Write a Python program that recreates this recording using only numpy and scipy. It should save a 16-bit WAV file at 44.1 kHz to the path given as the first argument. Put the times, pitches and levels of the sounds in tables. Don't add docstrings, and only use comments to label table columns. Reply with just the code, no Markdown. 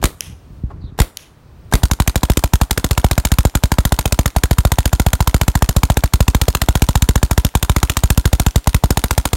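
import sys
import numpy as np
from scipy import signal
from scipy.fft import rfft, irfft
from scipy.io import wavfile
from scipy.ndimage import uniform_filter1d

SR = 44100
rng = np.random.default_rng(int(sys.argv[2]) if len(sys.argv) > 2 else 0)


def unload_audio(sound):
    columns = np.transpose(np.atleast_2d(sound))
    steps = np.round(np.clip(columns, -1, 1) * 32767)
    wavfile.write(sys.argv[1], SR, steps.astype(np.int16))


N = 412776
T = np.arange(4096) / SR
LEVEL_SAMPLES = 176
REST_S = .5

# time in seconds, thump level in dB before the thump's own gain,
# pop level in dB before its trim, nominal pop pitch in Hz.
SHOTS = [(0.0396, -5.5, -17, 800), (1.0009, -1, -8, 980), (1.7368, -1.5, -7.5, 900),
         (1.8336, -1.0, -14, 750), (1.9128, -5.5, -15, 1090), (2.0005, -3.5, -7.5, 850),
         (2.0761, -5, -17, 656), (2.1572, -6, -11, 720), (2.2324, -6.5, -9, 980), (2.299, -1.5, -10.5, 650),
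         (2.3716, -7, -32, 960), (2.4385, -4.5, -9, 680), (2.5354, -0.5, -10, 930),
         (2.6139, -2.5, -6.5, 796), (2.7094, -9, -20, 890), (2.7764, -12, -19, 980),
         (2.8433, -8.5, -20, 1030), (2.91, -4.5, -13.5, 930), (2.9771, -6, -11.5, 920),
         (3.044, -1, -2.5, 730), (3.1117, -6, -11.5, 820), (3.1787, -4.5, -8.5, 660),
         (3.2511, -7, -16, 880), (3.3176, -2, -13, 850), (3.3856, -1.5, -12.5, 1130), (3.4515, -2, -8, 720),
         (3.5523, -5, -19, 900), (3.6362, -2.5, -12, 600), (3.7179, -6, -10, 880), (3.7845, -1.5, -9, 610),
         (3.852, -6, -16, 776), (3.9216, -4.0, -8, 650), (3.9892, -10, -16, 815), (4.0559, -7.5, -7.5, 630),
         (4.1234, -6.0, -25, 880), (4.19, -3.5, -8.5, 670), (4.258, -7, -16, 780),
         (4.3631, -3.5, -7.5, 715), (4.4357, -4, -33, 1020), (4.5107, -2.5, -8, 694),
         (4.5844, -1.5, -14, 1010), (4.6507, -1, -7.5, 690), (4.7184, -6, -11, 910), (4.785, -4.0, -7, 740),
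         (4.856, -5, -19, 656), (4.9301, -2.5, -8.5, 720), (4.9977, -4.5, -13.5, 740),
         (5.0643, -2.5, -7, 740), (5.132, -5.5, -23, 1020), (5.2045, -3.5, -7.5, 880),
         (5.2743, -4, -10, 980), (5.3436, -2, -10.5, 700), (5.4133, -6, -10.5, 810),
         (5.4803, -3, -10.5, 620), (5.5536, -4, -13, 910), (5.6225, -2.0, -7.5, 856), (5.69, -7, -23, 950),
         (5.7644, -1, -8.5, 550), (5.8329, -4, -11.5, 950), (5.9005, -3, -5.5, 710), (5.9702, -5, -14, 870),
         (6.0372, -3, -7.5, 610), (6.1364, -1, -14.5, 970), (6.205, -0.5, -8, 600),
         (6.2807, -2.5, -11.5, 1010), (6.3478, -2.5, -9, 760), (6.415, -5.5, -19, 860),
         (6.4821, -4.5, -9, 614), (6.5497, -12, -13, 890), (6.6167, -7, -26, 740), (6.6861, -1.5, -8, 740),
         (6.7538, -5.5, -10.5, 940), (6.8203, -1.5, -15, 775), (6.8882, -5.5, -12, 1010),
         (6.9548, -2, -8, 800), (7.022, -2.0, -31, 670), (7.089, -1, -16, 900), (7.1565, -2.5, -12.5, 1080),
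         (7.2292, -1.5, -12, 715), (7.311, -5, -10.5, 910), (7.3774, -1.5, -11.5, 750),
         (7.448, -5.5, -15, 740), (7.552, -4.5, -7, 970), (7.6271, -7.5, -17, 1070), (7.696, -2, -8.5, 980),
         (7.7633, -5, -9.5, 1240), (7.8298, -4.5, -12.5, 920), (7.8974, -13, -17, 890),
         (7.969, -9, -12.5, 1050), (8.0357, -1, -8.5, 644), (8.103, -2.5, -30, 760),
         (8.1756, -1.5, -15, 670), (8.2551, -2.5, -31, 680), (8.3298, -1.5, -11, 630),
         (8.398, -5.5, -11, 815), (8.4643, -2, -12, 810), (8.5584, -1.5, -12, 620), (8.6723, -2.5, -8, 900),
         (8.745, -2, -13.5, 930), (8.8377, -2.5, -7, 810), (8.9054, -6.0, -18, 804),
         (8.9723, -8.5, -11, 860), (9.0394, -8.5, -11, 720), (9.109, -8.5, -11, 970),
         (9.1787, -4, -7.5, 720), (9.2542, -14, -10, 860), (9.3317, -7, -13, 820)]
# time in seconds, reference level in dB.
CLEAR_HITS = [(0.207, -17), (1.171, -22.5), (2.335, -30), (3.893, -36), (5.943, -35), (7.802, -32),
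              (8.509, -33), (8.643, -36), (8.731, -33), (9.083, -34)]
# frequency in Hz, relative level in dB per Hz.
BOLT_AND_CLICK_COLOUR = [(150, 13.5), (700, -7), (1400, 0.5), (2200, -5.5), (3200, -4.5), (4400, -0.5),
                         (5200, -5), (7300, -6), (9500, -5), (10400, -7), (16000, -14.5)]


def amp(db):
    return 10 ** (np.asarray(db) / 20)


def read(points, hz):
    f, db = np.transpose(points)
    return np.interp(np.log(hz + 1), np.log(f + 1), db)


def add(mix, s, sound):
    part = mix[max(round(s * SR), 0):][:len(sound)]
    part += sound[:len(part)]


def sized(x):
    return x * np.sqrt(LEVEL_SAMPLES / (np.sum(x ** 2) + 1e-20))


def causal(points):
    log_gain = np.log(amp(read(points, abs(np.fft.fftfreq(len(T), 1 / SR)))))
    return np.exp(signal.hilbert(log_gain).conj())[:len(T) // 2 + 1]


def puff(colour, rise, decay, ragged_db=3.0):
    envelope = np.minimum(T / rise, 1) * np.exp(-np.maximum(T - rise, 0) / decay)
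    eddies = uniform_filter1d(rng.standard_normal(len(T)), size=20)
    rush = amp(ragged_db * eddies / eddies.std()) * rng.standard_normal(len(T))
    return sized(irfft(rfft(envelope * rush) * colour))


def ring(hz, rise, decay, detune=.012):
    turns = hz * (1 + detune * rng.standard_normal()) * T + rng.random()
    envelope = (1 - np.exp(-T / rise)) * np.exp(-T / decay)
    return sized(envelope * np.sin(2 * np.pi * turns))


def noise(points):
    gain = amp(read(points, np.fft.rfftfreq(N, 1 / SR)))
    x = irfft(rfft(rng.standard_normal(N)) * gain, N)
    return x / x.std()


def marker():
    # frequency in Hz, relative level in dB per Hz.
    crack_colour = [(200, 9.5), (900, 0.5), (1600, 2), (2200, 1), (2900, -1.5), (3700, 0.5), (4900, -6),
                    (7000, -2), (8000, -6.5), (9400, -3), (10400, -9.5), (11700, -6.5), (13800, -5),
                    (16000, -22.5)]
    leak_colour = [(150, 14), (600, 11), (1300, 5), (2200, -5.5), (3800, 2), (4800, -2.5), (6800, -7.5),
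                   (9300, 0), (10400, -6), (12000, -2), (16000, -4.5)]
    clack_colour = [(100, 21), (280, -10), (450, 9), (700, -15), (1050, -1), (1250, -22), (1600, 11),
                    (2100, -21), (3500, -15), (7000, -15), (16000, -26)]
    hollow_colour = [(150, 2), (300, 9), (500, 3), (750, -3), (1000, -2), (1400, -17), (2000, 1),
                     (5000, -24.5), (16000, -47)]
    crack, leak, clack = causal(crack_colour), causal(leak_colour), causal(clack_colour)
    hollow, back = causal(hollow_colour), causal(BOLT_AND_CLICK_COLOUR)
    sharp, low = np.zeros(N), np.zeros(N)
    for shot, (rested, hard, early_db) in zip(SHOTS, cycles()):
        s, thump_db = shot[:2]
        if rested:
            first_clatter(sharp, low, s, crack, back, leak, hollow)
        bolt_forward(sharp, s, rested, early_db, clack)
        muzzle_blast(sharp, shot, rested, hard, crack, leak)
        add(low, s, -hard * amp(thump_db) * thump(stretch=1.12 if rested else 1))
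        valve(sharp, s, crack, leak)
        bolt_return(sharp, s, rested, early_db, back)
    return sharp, low


def cycles():
    start_db, fade_s = 6, 0.65
    dud_db = -12.3
    rows, last_s, last_db, first_s, hard = [], -np.inf, 0, 0, 1
    for s, thump_db, _, _ in SHOTS:
        rested = s - last_s > REST_S
        first_s = s if rested else first_s
        hard = 1 if rested or last_db < dud_db else -hard
        rows.append((rested, hard, start_db * np.exp(-(s - first_s) / fade_s)))
        last_s, last_db = s, thump_db
    return rows


def first_clatter(sharp, low, s, crack, back, leak, hollow):
    add(sharp, s - .023, amp(-36) * puff(crack, rise=0.00067, decay=0.0054))
    add(sharp, s - .0145, amp(-23.0) * puff(back, rise=.002, decay=0.018))
    add(sharp, s + .02, amp(-22.5) * puff(leak, rise=0.0033, decay=0.036))
    add(sharp, s - .002, amp(-15.5) * puff(hollow, rise=.004, decay=.022))
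    add(low, s - .011, amp(-19) * thump())


def bolt_forward(sharp, s, rested, early_db, clack):
    knock_db = -14.5 if rested else -37.5 + early_db + 1.7 * rng.standard_normal()
    add(sharp, s - .0118, amp(knock_db) * ring(835, rise=0.00018, decay=0.0011, detune=0.051))
    add(sharp, s - .0112, amp(knock_db - 1.5) * puff(clack, rise=0.00022, decay=0.0018))
    add(sharp, s - .0045, amp(-26) * puff(clack, rise=0.0042, decay=0.00056))


def muzzle_blast(sharp, shot, rested, hard, crack, leak):
    s, thump_db, pop_db, pop_hz = shot
    spent_db = 0.21 * (thump_db + 4) + 0.11 * (pop_db + 12)
    alternate_db = 0.55
    crack_db = (-11.5 if rested else -14) + hard * alternate_db - spent_db
    add(sharp, s - .0004, amp(crack_db - 1) * puff(crack, rise=0.00073, decay=0.00093))
    add(sharp, s + .0008, amp(crack_db + 0.5) * puff(crack, rise=0.001, decay=0.0011))
    pop_trim_db = 7 if rested else 4
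    add(sharp, s, amp(pop_db - pop_trim_db) * ring(pop_hz, rise=0.00095, decay=0.00096))
    add(sharp, s, amp(-30) * body())
    add(sharp, s + .002, amp(-15) * puff(leak, rise=0.0016, decay=0.0024))
    whistle = ring(7250, rise=0.0014, decay=0.00076, detune=0.019)
    add(sharp, s + .0039, amp(-22.5 + 2 * rng.standard_normal()) * whistle)


def thump(stretch=1, scatter=0.035):
    start_hz, end_hz, sink_s = 326.6, 43.8, 0.0032
    rise_s, fade_s, fade_power, gain_db = 0.0033, 0.02, 1.69, 2.5
    t = T / stretch
    hz = end_hz + (start_hz - end_hz) / (1 + (t / sink_s) ** 2)
    turns = np.cumsum(hz) / SR / stretch + scatter * rng.standard_normal()
    envelope = (1 - np.exp(-(t / rise_s) ** 2)) * np.exp(-(t / fade_s) ** fade_power)
    return amp(gain_db) * envelope * np.cos(2 * np.pi * turns)


def valve(sharp, s, crack, leak):
    add(sharp, s + 0.0071, amp(-31.5 + 2 * rng.standard_normal()) * puff(crack, rise=0.00027, decay=0.00063))
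    add(sharp, s + 0.0055, amp(-28) * puff(leak, rise=0.0025, decay=0.021))


def bolt_return(sharp, s, rested, early_db, back):
    return_db = -13 if rested else -26.5 + early_db + 1.3 * rng.standard_normal()
    return_s = s + (.016 if rested else .0202) + .0005 * rng.standard_normal()
    add(sharp, return_s, amp(return_db + 0.5) * puff(back, rise=0.00097, decay=0.002))
    click_db = return_db - 8.5 + 5.3 * rng.standard_normal()
    add(sharp, return_s, amp(click_db) * puff(back, rise=0.00018, decay=0.00056))
    rebound_s = return_s + rng.uniform(0.0022, .008)
    rebound_db = return_db - 11 + 2.5 * rng.standard_normal()
    add(sharp, rebound_s, amp(rebound_db) * puff(back, rise=.0002, decay=0.00064))
    add(sharp, return_s, amp(-37.5) * body())


def body():
    # nominal frequency in Hz, relative level in dB, time to decay by 60 dB in seconds.
    modes = [(266, 3.5, 0.079), (302, -0.5, 0.08), (974, -1, 0.058), (1402, 1, 0.032), (3900, -26.5, .04),
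             (5130, -11, .06), (6580, -5, 0.066), (7650, -11.5, 0.066), (8830, -6, 0.049)]
    return sum(amp(db) * ring(hz, rise=0.00045, decay=t60 / np.log(1000)) for hz, db, t60 in modes)


def string():
    s = np.array([row[0] for row in SHOTS])
    return s[1:][np.diff(s) < REST_S]


def faint_clicks(db=-46, spread_db=4.0, count=2):
    out, click = np.zeros(N), causal(BOLT_AND_CLICK_COLOUR)
    for s in string():
        for _ in range(count):
            click_s = s + rng.uniform(0.028, .055)
            click_db = db + spread_db * rng.standard_normal()
            add(out, click_s, amp(click_db) * puff(click, rise=0.00027, decay=0.00089))
    return out


def target():
    # frequency in Hz, relative level in dB per Hz.
    smack_colour = [(200, -14), (800, -1.5), (1300, -11.5), (1900, -2), (3200, 1.5), (4600, -6), (6100, 0),
                    (7200, -9), (8500, -5.5), (12000, -8), (16000, -18)]
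    spatter_colour = [(300, -8), (1400, -3.5), (2500, 2.5), (3300, 4), (4500, -7), (6000, -2.5),
                      (9000, -15), (16000, -19)]
    out, smack, spatter = np.zeros(N), causal(smack_colour), causal(spatter_colour)
    for s, db in np.vstack([CLEAR_HITS, other_hits()]):
        add(out, s, amp(db + 1) * puff(smack, rise=.0003, decay=.0008))
        add(out, s + 0.0037, amp(db - 14) * puff(spatter, rise=0.015, decay=0.036))
        add(out, s + 0.034, amp(db - 16.5) * puff(spatter, rise=0.019, decay=0.049))
    return out


def other_hits():
    flight_s, flight_spread_s = .1765, .004
    share, level_db, spread_db = .8, -36.5, 0.5
    due = string() + flight_s
    late, strength, chance = rng.random((len(due), 3)).T
    clear = abs(due[:, None] - np.transpose(CLEAR_HITS)[0]).min(1) < .02
    hit_s = due + flight_spread_s * (2 * late - 1)
    hit_db = level_db + spread_db * (2 * strength - 1)
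    return np.column_stack([hit_s, hit_db])[(chance < share) & ~clear]


def yard(x, build_s, low_t60, high_t60):
    # frequency in Hz, relative level in dB.
    trees_colour = [(100, -13), (300, -20), (1000, -5.5), (2500, -4.5), (6000, -2.5), (10000, 3.5),
                    (16000, -0.5)]
    taps = rng.standard_normal((3, SR)) * (rng.random((3, SR)) < .1)
    hz, t, z = signal.stft(taps, SR, nperseg=256)
    t60 = read([(500, low_t60), (12000, high_t60)], hz)[:, None]
    z = z * amp(read(trees_colour, hz)[:, None] - 60 * t / t60) * np.minimum(t / build_s, 1)
    tails = signal.istft(z, SR, nperseg=256)[1]
    turn = np.arange(N) * 7 / SR + np.arange(3)[:, None] / 3
    shares = np.sqrt(2 / 3) * np.cos(np.pi * turn)
    return signal.fftconvolve(x * shares, tails / np.linalg.norm(tails[0]), axes=1).sum(0)[:N]


def bird(high_hz=4450, low_hz=3350, waver_hz=260, buzz_hz=310, buzz=0.6, db=-59, count=3):
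    out, t = np.zeros(N), np.arange(0, .12, 1 / SR)
    for _ in range(count):
        waver = uniform_filter1d(uniform_filter1d(rng.standard_normal(len(t)), size=300), size=200)
        hz = high_hz + (low_hz - high_hz) * t / t[-1] + waver_hz * waver / waver.std()
        song = np.sin(2 * np.pi * np.cumsum(hz) / SR) * (1 + buzz * np.sin(2 * np.pi * buzz_hz * t))
        add(out, .797, amp(db) * signal.windows.tukey(len(t), .5) * song)
    return out


def handling():
    # time in seconds, knock level in dB before the thump's own gain.
    bumps = [(.503, -27), (0.636, -10.5), (0.839, -21), (0.922, -23)]
    out = np.zeros(N)
    for s, db in bumps:
        add(out, s, amp(db) * thump())
    scuff = causal([(200, -9), (600, 2), (1100, 5), (1800, -15), (5000, -29), (14000, -43)])
    add(out, .695, amp(-30.5) * puff(scuff, rise=0.017, decay=0.013))
    return out


def outdoors():
    # frequency in Hz, relative level in dB per Hz.
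    wind_colour = [(20, -17), (45, -0.5), (75, 4.5), (140, -2.5), (220, -14), (400, -21.5), (1000, -47.5),
                   (3000, -86)]
    air_colour = [(150, -2.5), (300, -0.5), (700, -6.5), (1200, -8.5), (2000, -17), (3200, -25),
                  (4500, -25.5), (9000, -35), (16000, -42)]
    hiss_colour = [(1000, -7.5), (2500, 3), (4400, 0.5), (6000, -2.5), (7600, -7), (9000, -2.5),
                   (10500, -11), (16000, -2)]
    # time in seconds, level in dB.
    gust_levels = [(0, -29), (.2, -48), (.3, -31), (.4, -45.5), (.55, -35.5), (.77, -29.5), (.95, -36.5),
                   (1.12, -52), (1.35, -47), (1.65, -38), (2.5, -53), (9.3, -64.5)]
    hiss_levels = [(0, -62), (.25, -63), (.58, -60), (.66, -67), (.95, -78), (1.25, -65), (1.7, -60),
                   (9.3, -51)]
    t = np.arange(N) / SR
    wind = noise(wind_colour) * amp(np.interp(t, *np.transpose(gust_levels)))
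    air = noise(air_colour) * amp(-52)
    hiss = noise(hiss_colour) * amp(np.interp(t, *np.transpose(hiss_levels)))
    return wind + air + hiss


def scene():
    sharp, low = marker()
    sharp = sharp + faint_clicks()
    far = target() + bird()
    near_echo = amp(-22.0) * yard(sharp, build_s=0.0057, low_t60=0.51, high_t60=0.17)
    wide_echo = amp(-31.5) * yard(sharp, build_s=.08, low_t60=1.5, high_t60=0.79)
    far_echo = amp(-16) * yard(far, build_s=0.04, low_t60=0.8, high_t60=0.31)
    background = handling() + outdoors()
    return (sharp + low + far + near_echo + wide_echo + far_echo + background)[None]


def record(dry, knee=0.27):
    over = np.maximum(abs(dry) - knee, 0)
    rounded = np.minimum(abs(dry), knee) + (1 - knee) * np.tanh(over / (1 - knee))
    held = np.sign(dry) * rounded
    lowpass = signal.firwin(255, 16100, window=("kaiser", 9), fs=SR)
    return signal.oaconvolve(held, lowpass[None], "same")


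dry = scene()
out = record(dry)
unload_audio(out)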